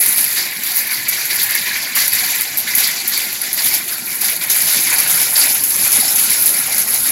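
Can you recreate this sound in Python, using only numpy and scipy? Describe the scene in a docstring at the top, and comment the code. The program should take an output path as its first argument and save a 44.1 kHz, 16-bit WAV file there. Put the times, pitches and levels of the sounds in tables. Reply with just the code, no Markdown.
"""Ice pellets fall in a yard, heard from a doorway. The nearest crack on landing and skitter away,
and large ones rattle a leaf, board or stone. Close by, countless grains tick on hard ground, crunch
into gravel and patter on leaves, in uneven flurries over the low wash of the farther fall.
The microphone turns from the open yard toward the door post; it rings near 11 kHz and just overloads."""
import sys
import numpy as np
from scipy import signal
from scipy.fft import rfft, irfft
from scipy.io import wavfile

SR = 44100
rng = np.random.default_rng(int(sys.argv[2]) if len(sys.argv) > 2 else 0)


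def master(y):
    """Save y as 16-bit WAV."""
    cut = np.clip(np.atleast_2d(y).T, -1, 1)
    pcm = np.round(cut * 32767)  # scale
    wavfile.write(sys.argv[1], SR, pcm.astype(np.int16))


N = 313639
TIME = np.arange(N) / SR
BINS = np.fft.rfftfreq(4096, 1 / SR)

# how far the microphone is turned from the open yard toward the door post: (t/s, share 0-1)
MIC_TURN = [(0, 0.3), (.25, 0.6), (.45, 0), (4.1, 0.3), (4.6, 0.48), (5.6, 0.97), (7.11, 0.93)]
# colour of a pellet cracking close to the microphone: (f/Hz, level/dB)
CRACK_COLOUR = [(2000, -68), (6000, -9.5), (8700, -13), (10000, -8.5), (11300, 1), (12200, 1.5),
                (14000, 0.5), (15800, -4.5)]
# colour of a landing in gravel: (f/Hz, level/dB)
GRAVEL_COLOUR = [(500, -20), (1500, -6.5), (2500, -4), (3200, -5.5), (3900, 0), (4700, 3), (5300, -3.5),
                 (5900, -1.5), (6500, -4.5), (7050, -2), (7700, -6.5), (8700, -13), (12000, 12),
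                 (16000, -44)]


def gain_of(db):
    """Decibels to amplitude."""
    return 10 ** (np.asarray(db) / 20)


def unit_rms(x):
    """Scales to an rms of one."""
    return x / np.sqrt(np.mean(x ** 2) + 1e-20)


def curve(rows, column=1):
    """One column of a time table, at every sample."""
    rows = np.array(rows)
    return np.interp(TIME, rows[:, 0], rows[:, column])


def spectrum(points):
    """A colour table, in dB at every filter bin."""
    hz, db = np.transpose(points)
    return np.interp(np.log(BINS + 1), np.log(hz), db)


def bump(hz, width_hz, db):
    """One resonance, in dB at every filter bin."""
    return db / (1 + (2 * (BINS - hz) / width_hz) ** 2)


def colour(x, db):
    """Minimum-phase filter, so that clicks keep their sharp fronts."""
    log_gain = np.log(gain_of(np.r_[db, db[-2:0:-1]]))
    impulse = np.fft.ifft(np.exp(np.conj(signal.hilbert(log_gain)))).real
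    return signal.oaconvolve(x, impulse)[:len(x)]


def add(mix, start_s, sound):
    """Mixes a sound in at a time."""
    part = mix[max(round(start_s * SR), 0):][:len(sound)]
    part += sound[:len(part)]


def ring(x, hz, width_hz):
    """A damped resonance; the result has energy one."""
    pole = np.exp((2j * hz - width_hz) * np.pi / SR)
    rung = signal.lfilter([1], [1, -pole], x).real
    return rung / (np.linalg.norm(rung) + 1e-12)


def burst(t60, density=0.91, rise_s=0):
    """A dying cluster of tiny contacts, of energy one."""
    t = TIME[1:16001]
    envelope = gain_of(-60 * t / t60) * (1 - np.exp(-t / (rise_s + 1 / SR)))
    contacts = rng.standard_normal(len(t)) * (rng.random(len(t)) < density) * envelope
    return contacts[:int(t60 * SR) + 8] / (np.linalg.norm(contacts) + 1e-12)


def shower(per_s, spread_db, band_hz, width_hz, tail_db, tail_t60, spots=56):
    """Pellets land at random on many spots, each with its own pitch and trail of bounces and echoes."""
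    hits = gain_of(spread_db * np.minimum(rng.exponential(1, N), 3.5)) * rng.choice([-1, 1], N)
    hits *= rng.random(N) < per_s / SR
    spot = rng.integers(0, spots, N)
    out = np.zeros(N)
    for k, hz in enumerate(np.linspace(*band_hz, spots)):
        landing = gain_of(tail_db) * burst(tail_t60, density=0.15)
        landing[0] += 1  # the first contact
        out += signal.oaconvolve(hits * (spot == k), ring(landing, hz, width_hz))[:N]
    return out


def fall_db(surface, clump_db, clump_hz, attack_s=0.014, sag_db_per_s=7.5, release_db_per_s=129):
    """Strength of the fall on one surface: flurries start fast, sag and die; pellets clump by chance."""
    # the steady fall between flurries: (t/s, hard ground level/dB, gravel level/dB, leaves level/dB)
    steady_fall = [(0, -10, -22.5, -26), (.55, -25.5, -27.5, -28.5), (.8, -25, -27, -24),
                   (1.04, -29, -27, -29), (1.5, -24, -23.5, -24.5), (1.92, -28.5, -26, -26.5),
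                   (2.55, -27, -25.5, -27), (3.4, -26.5, -25.5, -32.5), (4.02, -25, -30.5, -34),
                   (4.42, -24, -32, -37), (4.62, -16, -22.5, -25), (5.3, -17, -23, -29),
                   (5.65, -17, -29, -31.5), (5.85, -16, -21, -27), (6.25, -15, -22, -32),
                   (6.75, -21.5, -25, -25), (7.02, -16, -27, -37)]
    # handfuls that land together: (t/s, length/s, hard ground level/dB, gravel level/dB, leaves level/dB)
    flurries = [(0, 0.23, -19, -33, -27), (0.355, 0.046, -22, -20, -21.5), (0.624, 0.2, -19, -25, -40),
                (.9, 0.048, -18.5, -23, -27), (1.114, 0.1, -22.5, -22.5, -22),
                (1.288, 0.11, -18, -22.5, -23), (1.484, 0.18, -22, -27, -26.5),
                (1.66, 0.058, -24, -24.5, -20), (1.813, 0.026, -26, -21.5, -26),
                (1.944, 0.079, -14, -17, -22.5), (2.111, .25, -16, -20.5, -22),
                (2.663, 0.071, -22.5, -24.5, -23.5), (2.768, 0.09, -18, -18, -22),
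                (2.905, 0.057, -39, -24.5, -27), (3.108, 0.13, -23, -21.5, -26.5),
                (3.404, 0.055, -29, -24, -27.5), (3.564, 0.19, -17, -20, -25.5),
                (3.867, 0.061, -21.5, -24.5, -29.5), (4.063, 0.1, -23, -27.5, -26),
                (4.202, 0.12, -15, -20.5, -24), (4.402, 0.043, -22, -24.5, -24),
                (4.488, 0.11, -22, -21, -36), (4.663, .1, -16.5, -18.5, -24.5),
                (4.832, 0.23, -36, -22, -25), (5.089, 0.15, -18.5, -19, -23.5),
                (5.348, 0.13, -14.5, -17, -22.5), (5.539, 0.017, -23, -21, -27),
                (5.696, 0.18, -23, -24, -37), (5.922, 0.092, -15, -20, -27),
                (6.175, .15, -22, -22.5, -25.5), (6.465, 0.14, -17.5, -28, -43),
                (6.684, 0.13, -22, -24.5, -39), (6.866, 0.062, -18.5, -21.5, -28),
                (7.046, 0.078, -20, -22, -25)]
    which = ["hard ground", "gravel", "leaves"].index(surface)
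    power = gain_of(curve(steady_fall, column=which + 1)) ** 2
    t = TIME[:SR]
    for start_s, length_s, *surface_db in flurries:
        db = surface_db[which] - sag_db_per_s * t - release_db_per_s * np.maximum(t - length_s, 0)
        add(power, start_s, (np.minimum(t / attack_s, 1) * gain_of(db)) ** 2)
    rolloff = 1 + (np.fft.rfftfreq(N, 1 / SR) / clump_hz) ** 4
    clumps = irfft(rfft(rng.standard_normal(N)) / rolloff, N)
    return 10 * np.log10(power) + clump_db * unit_rms(clumps)


def far_fall(flurry_share=0.73):
    """Distant landings merge into a patter and a low drumming, both louder toward the door post."""
    # resonances of the doorway around the microphone: (f/Hz, width/Hz, level/dB)
    doorway_modes = [(126.5, 29, 5), (235, 18, 6), (350, 13, 9), (760, 70, 4), (1064, 24, 2.5)]
    # colour of the distant patter: (f/Hz, level/dB)
    patter_colour = [(200, -18.5), (400, -5.5), (480, -5), (650, -1.5), (900, -0.5), (1130, -5.5),
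                     (1500, 3.5), (2200, -24.5)]
    # colour of the low drumming: (f/Hz, level/dB)
    drumming_colour = [(25, -29), (42, -13), (57, -6.5), (100, -4.5), (135, -1.5), (210, 0.5), (300, 0.5),
                       (400, -3.5), (520, -17.5), (900, -21)]
    doorway_db = sum(bump(*mode) for mode in doorway_modes)
    patter = shower(per_s=800, spread_db=3.5, band_hz=(360, 1690), width_hz=53,
                    tail_db=1.5, tail_t60=0.18)
    patter = unit_rms(colour(patter, spectrum(patter_colour) + doorway_db))
    drumming = shower(per_s=450, spread_db=3.5, band_hz=(30, 531), width_hz=41,
                      tail_db=0.5, tail_t60=0.12)
    drumming = unit_rms(colour(drumming, spectrum(drumming_colour) + doorway_db))
    swell_db = fall_db("gravel", clump_db=0.36, clump_hz=13)
    turn = curve(MIC_TURN)
    patter_db = -39.5 + 4.5 * turn + flurry_share * (swell_db - swell_db.mean())
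    return patter * gain_of(patter_db) + drumming * gain_of(-44.5 + 3.7 * turn)


def leaves():
    """Stiff leaves near the door answer each pellet with a short papery tap."""
    # colour of a landing on leaves: (f/Hz, level/dB)
    leaf_colour = [(400, -29.5), (1000, -4), (1330, -24), (1460, -5), (1580, -7.5), (1720, 1.5),
                   (1830, -0.5), (2080, 3), (2380, 1.5), (2700, -10), (3300, -12.5), (6000, -40)]
    taps = shower(per_s=1000, spread_db=3, band_hz=(1049, 3135), width_hz=92, tail_db=1, tail_t60=0.18)
    level_db = fall_db("leaves", clump_db=1.5, clump_hz=8.7) - 3
    return unit_rms(colour(taps, spectrum(leaf_colour))) * gain_of(level_db)


def gravel():
    """Pellets clatter densely among loose stones close by."""
    grains = shower(per_s=1100, spread_db=3, band_hz=(1965, 8840), width_hz=530,
                    tail_db=11, tail_t60=0.15, spots=64)
    level_db = fall_db("gravel", clump_db=0.84, clump_hz=35.2) - 1.12
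    return unit_rms(colour(grains, spectrum(GRAVEL_COLOUR))) * gain_of(level_db)


def hard_ground():
    """Fine ticks on brick and stone merge into a sizzle; a few closer ones stand out crisp and bright."""
    # colour of a landing on brick and stone: (f/Hz, level/dB)
    ground_colour = [(3000, -39), (6000, -17), (7200, -13), (8700, -14), (10000, -5.5), (10800, -3.5),
                     (12000, 3), (13000, -3), (14000, -1.5), (15800, -3)]
    fine = shower(per_s=1500, spread_db=2.5, band_hz=(6000, 15900), width_hz=3500,
                  tail_db=7, tail_t60=0.044)
    sizzle = unit_rms(colour(fine, spectrum(ground_colour) + bump(hz=10760, width_hz=1200, db=3)))
    close = shower(per_s=100, spread_db=2.6, band_hz=(10000, 15500), width_hz=5000,
                   tail_db=14, tail_t60=0.008)
    crisp = gain_of(-7.5) * unit_rms(colour(close, spectrum(CRACK_COLOUR)))
    return (sizzle + crisp) * gain_of(fall_db("hard ground", clump_db=1.3, clump_hz=40) - 3)


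def hollow_taps():
    """Large pellets rattle one leaf, board or stone at its own pitch."""
    # single large pellets around the yard: (t/s, relative level/dB, f/Hz)
    taps = [(.373, -8, 1810), (.378, -0.5, 4700), (1.065, -6, 2160), (1.309, -2.5, 4560), (1.754, -1, 2180),
            (1.96, -10, 1150), (1.972, -1, 2020), (2.167, -9, 2430), (2.399, -5, 2050), (2.84, 1, 4730),
            (2.888, -4.5, 2050), (3.135, -1, 4600), (3.738, -4.5, 5040), (3.922, -11, 1520),
            (4.23, -16, 795), (4.285, -4, 2120), (4.02, -20, 207), (4.631, -17, 150), (4.76, -12.5, 216),
            (4.918, -4, 2400), (4.92, -17, 730), (4.991, -12, 1260), (5.13, -16, 163), (5.37, -30, 780),
            (5.86, -9, 1570), (5.97, -5, 2100), (5.98, -11.5, 228), (6.029, -7, 5000), (6.08, -1.5, 5400),
            (6.185, -10, 2250), (6.236, 1, 13700), (6.68, -15, 760)]
    out = np.zeros(N)
    for start_s, db, hz in taps:
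        rattle = ring(burst(t60=0.21), hz, width_hz=45 + 0.089 * hz)
        add(out, start_s, gain_of(db + 11) * rattle)
    return out


def near_pellets():
    """Each cracks on landing, then its bits skitter away and stir the gravel in proportion."""
    # loudest landings by the microphone: (t/s, relative crack level/dB, skitter level/dB re the crack)
    landings = [(.061, .5, -5), (0.13, -11, -3), (0.181, 4.5, 5.5), (.328, -2, 3), (0.769, 3.5, 6),
                (0.7892, -1, -1), (1.083, -2.5, 10), (1.254, -4, 5.5), (1.417, 2, 1), (1.431, 2.5, 2.5),
                (1.5084, 2, -3), (1.552, 5.5, -9), (1.963, 0, -2), (2.0792, 5, -2), (2.15, 0, -17),
                (2.41, 2.5, 2), (2.5726, 0.5, 3), (2.579, 0, 3.5), (2.7501, 3, 5), (2.782, 2, -1),
                (2.8739, 1, -2), (3.0762, 0, 5.5), (3.176, 2, -1), (3.3288, -3, 1), (3.4153, -1, -2),
                (3.5297, -0.5, 3.5), (3.6588, 5, 4.5), (3.74, 3, 5), (4.2256, -3, -32), (4.244, -14, 11),
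                (4.4987, 1, 11.5), (4.564, 1.5, 6), (4.745, 5, -16), (4.9828, -1, 9.5), (5.0755, -4, 9),
                (5.2152, 1.5, 5.5), (5.378, 4, -4), (5.637, 5.5, 0.5), (5.8532, 1, 0), (5.918, 3.5, 6.5),
                (6.158, 3.5, 4.5), (6.304, 3, 3), (6.422, 2.5, 4), (6.4587, 6, 4.5), (6.746, 1, -2),
                (6.78, 3.5, 7), (6.9395, 2, 3), (7.002, -5, 6)]
    ice, stones = np.zeros((2, N))
    for start_s, crack_db, skitter_db in landings:
        crack = burst(t60=0.011, rise_s=0.0004)
        bounces = burst(t60=0.15, density=0.045, rise_s=0.002)
        skitter = signal.fftconvolve(bounces, burst(t60=0.004))
        crunch = burst(t60=0.29, rise_s=0.0045)
        add(ice, start_s, gain_of(crack_db) * crack)
        add(ice, start_s, gain_of(crack_db + skitter_db) * skitter)
        add(stones, start_s, gain_of(crack_db + skitter_db) * crunch)
    ice = gain_of(12.5) * colour(ice, spectrum(CRACK_COLOUR))
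    return ice + gain_of(2) * colour(stones, spectrum(GRAVEL_COLOUR))


def scene():
    """The whole yard from the doorway, its colour shifting as the microphone turns."""
    # colour added with the microphone facing the door post: (f/Hz, level/dB)
    post_colour = [(100, 1), (750, 0), (1400, 0), (2050, -1.5), (2480, 1), (3200, -1), (4700, -3),
                   (5400, 4), (5800, -3.5), (6250, 4), (8500, 0), (9900, 2), (10800, 5), (11800, -0.5),
                   (15800, -4)]
    yard = hard_ground() + gravel() + leaves() + far_fall() + hollow_taps() + near_pellets()
    turn = curve(MIC_TURN)
    return ((1 - turn) * yard + turn * colour(yard, spectrum(post_colour)))[None]


def record(dry, clip_level=0.92, band_limit_hz=15850):
    """One microphone: its port rings, the loudest cracks clip, and the top treble is cut off."""
    port_db = bump(hz=11000, width_hz=950, db=5)
    clipped = np.clip(colour(dry[0], port_db), -clip_level, clip_level)
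    lowpass = signal.firwin(511, band_limit_hz, window=("kaiser", 9), fs=SR)
    return signal.oaconvolve(clipped, lowpass, "same")[None]


dry = scene()
out = record(dry)
master(out)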